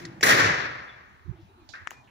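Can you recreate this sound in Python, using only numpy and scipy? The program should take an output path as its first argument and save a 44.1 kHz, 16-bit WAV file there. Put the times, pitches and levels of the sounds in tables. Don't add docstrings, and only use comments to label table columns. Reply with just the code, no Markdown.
import sys
import numpy as np
from scipy import signal
from scipy.fft import rfft, irfft
from scipy.io import wavfile
from scipy.ndimage import uniform_filter1d

SR = 44100
rng = np.random.default_rng(int(sys.argv[2]) if len(sys.argv) > 2 else 0)


def attenuation_scalar(level_db):
    decades = np.asarray(level_db, float) / 20
    return 10 ** decades


def generate_wav(sig):
    pcm = np.round(np.clip(np.atleast_2d(sig).T, -1, 1) * 32767).astype(np.int16)
    wavfile.write(sys.argv[1], SR, pcm)


N = 92610
T = np.arange(N) / SR
CRASH_S, CRASH_RISE_S = 0.2265, 0.0055
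RIGHT_TO_LEFT_S = 0.000503
BANDS_HZ = 40 * 2 ** (np.arange(27) / 3)

# pitch_hz, level_db (per Hz)
TOWN_COLOUR = [(18, -73), (30, -16.5), (349, -15.5), (419, -20), (532, -22.5), (657, -19.5), (878, -15.5),
               (14800, -47), (16400, -57.5)]
# middle_s, level_db, pitch_hz, length_s, left_right_db
THUMPS = [(1.261, -35.5, 86.02, 0.025, -27), (1.284, -26, 110.6, 0.0094, -41),
          (1.297, -18.5, 105, 0.011, -37), (1.314, -22, 109.7, 0.01, -30), (1.341, -42.5, 75, 0.035, -11),
          (1.335, -46.5, 348, 0.035, -3.5), (1.287, -50, 340, .03, -5), (1.355, -47, 150, .02, -5),
          (1.455, -50, 170, .02, 0), (1.404, -45.5, 352, 0.033, -2), (1.402, -46, 113, 0.067, -5),
          (1.433, -36.5, 106, 0.014, 8), (1.482, -50, 80, 0.035, 19), (1.557, -61.5, 236, 0.053, -1),
          (1.59, -51, 340, 0.04, 2.5), (1.625, -51, 330, .025, 2), (1.51, -55, 370, .03, 0),
          (1.54, -54, 90, .07, 0), (1.702, -44.5, 98, 0.023, -25.5), (1.824, -41, 91.8, 0.028, -21),
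          (.095, -40, 120, 0.022, 2), (0.07, -43, 340, .04, 1.5), (.03, -45, 325, .025, 2),
          (.035, -45, 170, .07, 2), (.1, -47, 320, .025, 2), (.148, -47, 140, .02, 0),
          (.175, -48, 340, .035, 0), (.195, -44, 150, 0.015, -6.5), (.335, -27.5, 135, 0.056, 1),
          (0.304, -25.5, 448, 0.027, -6), (0.464, -28, 108, 0.076, 0), (.51, -27, 179, 0.018, 1.5),
          (0.679, -42, 108, 0.051, 0.5), (2.004, -50, 119, 0.075, -9)]
# start_s, level_db, centre_hz, fall_60db_s, left_right_db
TICKS = [(.051, -40, 4300, 0.05, -8), (0.049, -44.5, 1830, 0.062, 5), (.052, -34.5, 6360, 0.021, 22),
         (.052, -56, 8148, 0.076, -7), (0.2089, -37, 2300, .04, 0), (0.209, -40.5, 6500, 0.085, -8.5),
         (.21, -53.5, 9830, 0.024, 4), (1.69, -44, 4300, 0.25, -37), (1.689, -48, 6100, 0.27, -36),
         (1.689, -61, 8796, 0.27, -29), (1.689, -54, 1944, 0.06, -30), (1.689, -53, 750, 0.26, 13),
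         (1.876, -41, 1886, 0.041, 17.5), (1.917, -58, 7020, 0.28, -20), (1.91, -50, 2600, 0.1, 6),
         (1.725, -49, 4700, 0.19, -15), (.209, -40, 800, .04, 3), (.209, -37, 420, .05, 0),
         (.2115, -40, 5350, .035, 7), (.21, -52, 14800, .04, 0), (.225, -38, 3000, .02, 0),
         (1.866, -52, 2500, .03, 10), (1.876, -52, 6000, .08, 5), (1.902, -52, 6800, .03, -5),
         (2.04, -65, 3500, 0.29, -8), (2.075, -56, 2390, 0.25, -5), (1.92, -54.5, 920, 1, 9)]
# start_s, then a list of peak_db, pitch_hz, fall_60db_s,
# left_right_db
CLICKS = [
    (.2125, [(-32, 5350, .012, 7.5)]),
    (.0515, [(-33, 4300, .012, -5), (-31, 1900, .025, 5)]),
    (.234, [(-4, 1700, .02, 2), (-14, 4300, .012, 2)]),
    (.2382, [(-3, 1850, .014, 2)]),
    (1.6903, [(-18, 4500, 0.0026, -25)]),
    (1.755, [(-18, 4200, 0.0024, -18)]),
    (1.8727, [(6, 1400, 0.0033, 16), (-20, 1660, .014, 16), (-9, 2240, 0.0069, 21), (-10.5, 2970, 0.0042, -6), (-15.5, 4230, 0.0022, 22), (-26, 6500, 0.0048, -12), (-22, 8460, 0.004, 13)]),
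    (1.9075, [(-6.5, 1730, 0.0035, 22), (-22, 2850, 0.0065, -7), (-18.5, 6850, 0.0034, -6), (-25, 8500, .0015, -5), (-18, 12000, 0.0014, -8), (-22, 15800, .0015, 0), (-24, 4500, 0.0019, 8)]),
    (1.915, [(-12, 950, 0.0047, 23)]),
    (1.931, [(-30, 2000, .004, 5)]),
]
# pitch_hz, level_db (per Hz)
CRASH_COLOUR = [(60, -34), (400, -21), (850, -29.5), (1750, -9.5), (2800, -20.5), (5800, -20.5),
                (9000, -33), (16000, -50)]
# pitch_hz, level_db, fall_60db_s
BOARD_RINGS = [(430, -13, 0.054), (1530, -8, 0.067), (1720, -1.5, 0.1), (2000, -6.5, .06),
               (2130, -11.5, 0.021), (4300, -8, .03), (5600, -11.5, .04)]
# start_s, level_db, fall_time_scale, rise_s, dulling_db (per octave from the port peak)
ECHO_WASHES = [
    (.2265, -4, 1.0, 0.014, 0.0),
    (1.7358, -33.5, 0.56, 0.00082, 10),
    (-0.09, -39.5, 0.8, .01, -0.5),
    (1.912, -44, 0.28, 0.002, 0.5),
]
# pitch_hz, level_db (per Hz)
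ECHO_COLOUR = [(35, -58.5), (60, -28.5), (140, -12.5), (480, -7.5), (893, -12.5), (1850, -2.5), (2960, -16),
               (14900, -15.5), (16400, -50.5)]
# pitch_hz, fall_60db_s
ECHO_FALL = [(60, 2.2), (200, 0.87), (500, 0.99), (1000, 1.235), (1900, 1.12), (3000, 1.01), (5500, 0.82),
             (9000, 0.41), (15000, .36)]
# pitch_hz, share (0 to 1)
SHARED = [(30, 0.18), (70, 0.99), (300, 1), (1000, 0.47), (2000, 0.38), (5000, 0.37), (12000, 0.05)]
# start_s, length_s, level_db, start_hz, end_hz
CHIRPS = [
    (0.888, 0.022, -45.5, 3580, 3420),
    (.905, .06, -57, 3450, 3430),
    (1.915, 0.115, -54, 2430, 2425),
    (1.6, .04, -66, 2450, 2450),
    (1.48, .04, -68, 3950, 3850),
]
# start_s, level_db, centre_hz, fall_60db_s, left_right_db
SWELLS = [(1.39, -59, 4730, .28, 10), (1.35, -65, 3400, .4, 0), (1.29, -57, 1910, .5, 17),
          (1.3, -62, 750, 1, 0), (1.94, -66, 6200, .5, 0), (1.24, -50, 310, .5, -5),
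          (1.47, -53, 330, .3, 0), (1.765, -55, 720, .2, 0), (1.87, -48, 350, .15, 5),
          (1.56, -64, 880, .5, 0)]
# pitch_hz, level_db, fall_60db_s
KNOCK_RINGS = [(1244, -52, .2), (1572, -39, .25), (1776, -46, .3), (2020, -46, .1), (2466, -45, .12)]
# pitch_hz, gain_db
PORT_COLOUR = [(6800, 1.5), (8300, -9), (9500, -3), (11400, -2), (12100, -11), (13800, -10), (15000, 7),
               (15900, -14)]
# time_s, gain_db
PHONE_GAIN = [
    (.226, 1.5),
    (.24, -7),
    (.255, -13.5),
    (.29, -8),
    (.34, -5.5),
    (.39, -4.5),
    (.45, -2),
    (.55, -2),
    (.8, -3.5),
]


def level(x, db):
    return x * attenuation_scalar(db) / np.sqrt(np.mean(x ** 2))


def read(table, hz):
    pitch, value = np.array(table)[:, 0], np.array(table)[:, 1]
    return np.interp(np.log(hz + 1), np.log(pitch), value)


def shape(x, gain):
    size = x.shape[-1]
    return irfft(rfft(x) * gain(np.fft.rfftfreq(size, 1 / SR)), size)


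def walk(rate):
    hold = int(SR / rate)
    steps = np.repeat(rng.standard_normal(N // hold + 1), hold)
    return 1.274 * uniform_filter1d(uniform_filter1d(steps, hold), hold)[:N]


def strike(t, rise_s, fall_s):
    t = np.maximum(t, 0)
    return (1 - np.exp(-(t / rise_s) ** 2)) * attenuation_scalar(-60 * t / fall_s)


def panned(x, left_right_db):
    return x * attenuation_scalar(np.minimum(np.array([[left_right_db], [-left_right_db]]), 0))


def pair(share_at):
    freq = np.fft.rfftfreq(N, 1 / SR)
    share = np.clip(share_at(freq), 0, 1)
    both, left, right = rfft(rng.standard_normal((3, N)))
    lag = RIGHT_TO_LEFT_S * (1 - (1 - 0.99) / (1 + (freq / 450) ** 4))
    late = np.exp(-2j * np.pi * freq * lag)
    common = np.array([both * late, both]) * np.sqrt(share)
    return common + np.array([left, right]) * np.sqrt(1 - share), freq


def banded(colour, envelope):
    spec, freq = pair(lambda hz: read(SHARED, hz))
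    spec = spec * attenuation_scalar(read(colour, freq))
    spec = spec / np.sqrt(np.mean(irfft(spec, N) ** 2))
    place = 3 * np.log2(np.maximum(freq, 1) / BANDS_HZ[0])
    out = 0
    for k, hz in enumerate(BANDS_HZ):
        band = irfft(spec * np.maximum(1 - abs(place - k), 0), N)
        out = out + band * envelope(hz)
    return out


def rings(table, age, rise_s, longest_s=np.inf):
    out = 0
    for hz, db, fall_s in table:
        out = out + attenuation_scalar(db) * np.sin(2 * np.pi * hz * age) * strike(age, rise_s, min(fall_s, longest_s))
    return out


def town():
    hum_db, rumble_db, rumble_fade_s, flicker_db = -59, -41.5, 0.22, 3
    swell = walk(3.1)

    def envelope(hz):
        rumble_band = 1 / (1 + (hz / 450) ** 4) / (1 + (120 / hz) ** 4)
        rumble = attenuation_scalar(rumble_db - hum_db) * np.exp(-T / rumble_fade_s) * rumble_band
        return attenuation_scalar(0.6 * swell + flicker_db * walk(14)) * (1 + rumble)

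    return attenuation_scalar(hum_db) * banded(TOWN_COLOUR, envelope)


def air():
    noise = rng.standard_normal((3, 2, N))
    high_hiss = shape(noise[0], lambda hz: np.exp(-((hz - 15000) / 600) ** 2))
    wide_hiss = attenuation_scalar(-83.5) * shape(noise[1], lambda hz: hz < 15600)
    wind = shape(noise[2], lambda hz: (hz / 80) ** 2 / (1 + (hz / 80) ** 5))
    gusty = level(wind * attenuation_scalar(2.8 * walk(36)), -62)
    return level(high_hiss, -88) + wide_hiss + panned(gusty, -4)


def thumps():
    waver, waver_rate, sag_per_s = 0.05, 60, 1.2
    bent = T + np.cumsum(waver * walk(waver_rate)) / SR
    out = 0
    for s, db, hz, length, left_right_db in THUMPS:
        t = bent - np.interp(s, T, bent)
        cycles = hz * t * (1 - sag_per_s * t / 2)
        swell = np.exp(-(2 * (T - s) / length) ** 2)
        out = out + panned(attenuation_scalar(db) * np.cos(2 * np.pi * cycles) * swell, left_right_db)
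    return out


def noisy_rings(table, rise_s):
    out, size, width = np.zeros((2, N)), 16384, 0.58
    t = np.arange(size) / SR
    for s, db, hz, fall_s, left_right_db in table:
        noise = shape(rng.standard_normal(size), lambda f: 1 / (1 + ((f - hz) / (width * hz / 2)) ** 4))
        i = int(s * SR)
        grain = level(noise, db) * strike(t + (i / SR - s), rise_s, fall_s)
        grain = panned(grain, left_right_db)[:, :N - i]
        out[:, i:i + grain.shape[1]] += grain
    return out


def ticks():
    return noisy_rings(TICKS, rise_s=0.0006)


def clicks():
    out = 0
    for s, parts in CLICKS:
        for db, hz, fall_s, left_right_db in parts:
            rise_s = min(0.0008, 2.5 / hz)
            snap = attenuation_scalar(db) * np.sin(2 * np.pi * hz * (T - s)) * strike(T - s, rise_s, fall_s)
            out = out + panned(snap, left_right_db)
    return out


def echoes():
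    lump_db, lump_rate, port_peak_hz = 1.0, 130, 1560
    lumps = walk(lump_rate)

    def envelope(hz):
        power = 0
        for s, db, scale, rise_s, dull_db in ECHO_WASHES:
            dulled_db = db - dull_db * abs(np.log2(hz / port_peak_hz))
            power = power + (attenuation_scalar(dulled_db) * strike(T - s, rise_s, scale * read(ECHO_FALL, hz))) ** 2
        return attenuation_scalar(lump_db * (lumps + walk(lump_rate / 4))) * np.sqrt(power)

    return banded(ECHO_COLOUR, envelope)


def splintering():
    spec, freq = pair(lambda hz: 0.94 + 0 * hz)
    burst = level(irfft(spec * attenuation_scalar(read(CRASH_COLOUR, freq)), N), 0) * attenuation_scalar(walk(500))
    return burst * attenuation_scalar(-0.5) * strike(T - CRASH_S, CRASH_RISE_S, 0.047)


def ringing_boards():
    age = T - CRASH_S - 0.004 - np.array([[RIGHT_TO_LEFT_S], [0]])
    return attenuation_scalar(-6) * rings(BOARD_RINGS, age, CRASH_RISE_S, longest_s=0.2)


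def blows():
    shade_db = -2.3 * np.array([[0], [1]])
    sound = splintering() + ringing_boards() + echoes()
    return shape(sound, lambda hz: attenuation_scalar(shade_db / (1 + (700 / (hz + 1)) ** 4)))


def chirps():
    out, wobble = 0, 1 + 0.006 * walk(90)
    for s, length, db, start_hz, end_hz in CHIRPS:
        u = np.clip((T - s) / length, 0, 1)
        cycles = np.cumsum((start_hz + (end_hz - start_hz) * u) * wobble) / SR
        out = out + attenuation_scalar(db) * np.sin(np.pi * u) ** 0.5 * np.sin(2 * np.pi * cycles)
    return panned(out, -3.5)


def distant_swells():
    return noisy_rings(SWELLS, rise_s=0.025)


def knock():
    age = T - 1.7365 - np.array([[RIGHT_TO_LEFT_S], [0]])
    return rings(KNOCK_RINGS, age, 0.001)


def scene():
    nearby = thumps() + ticks() + clicks()
    return town() + nearby + blows() + chirps() + distant_swells() + knock()


def low_pass(x):
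    return signal.sosfilt(signal.butter(12, 16640, fs=SR, output="sos"), x)


def record(dry):
    at_ports = shape(dry, lambda hz: attenuation_scalar(read(PORT_COLOUR, hz)) * (hz < 16600))
    time_s, gain_db = np.array(PHONE_GAIN).T
    mix = at_ports * attenuation_scalar(np.interp(T, time_s, gain_db)) + air()
    return low_pass(mix)


dry = scene()
out = record(dry)
generate_wav(out)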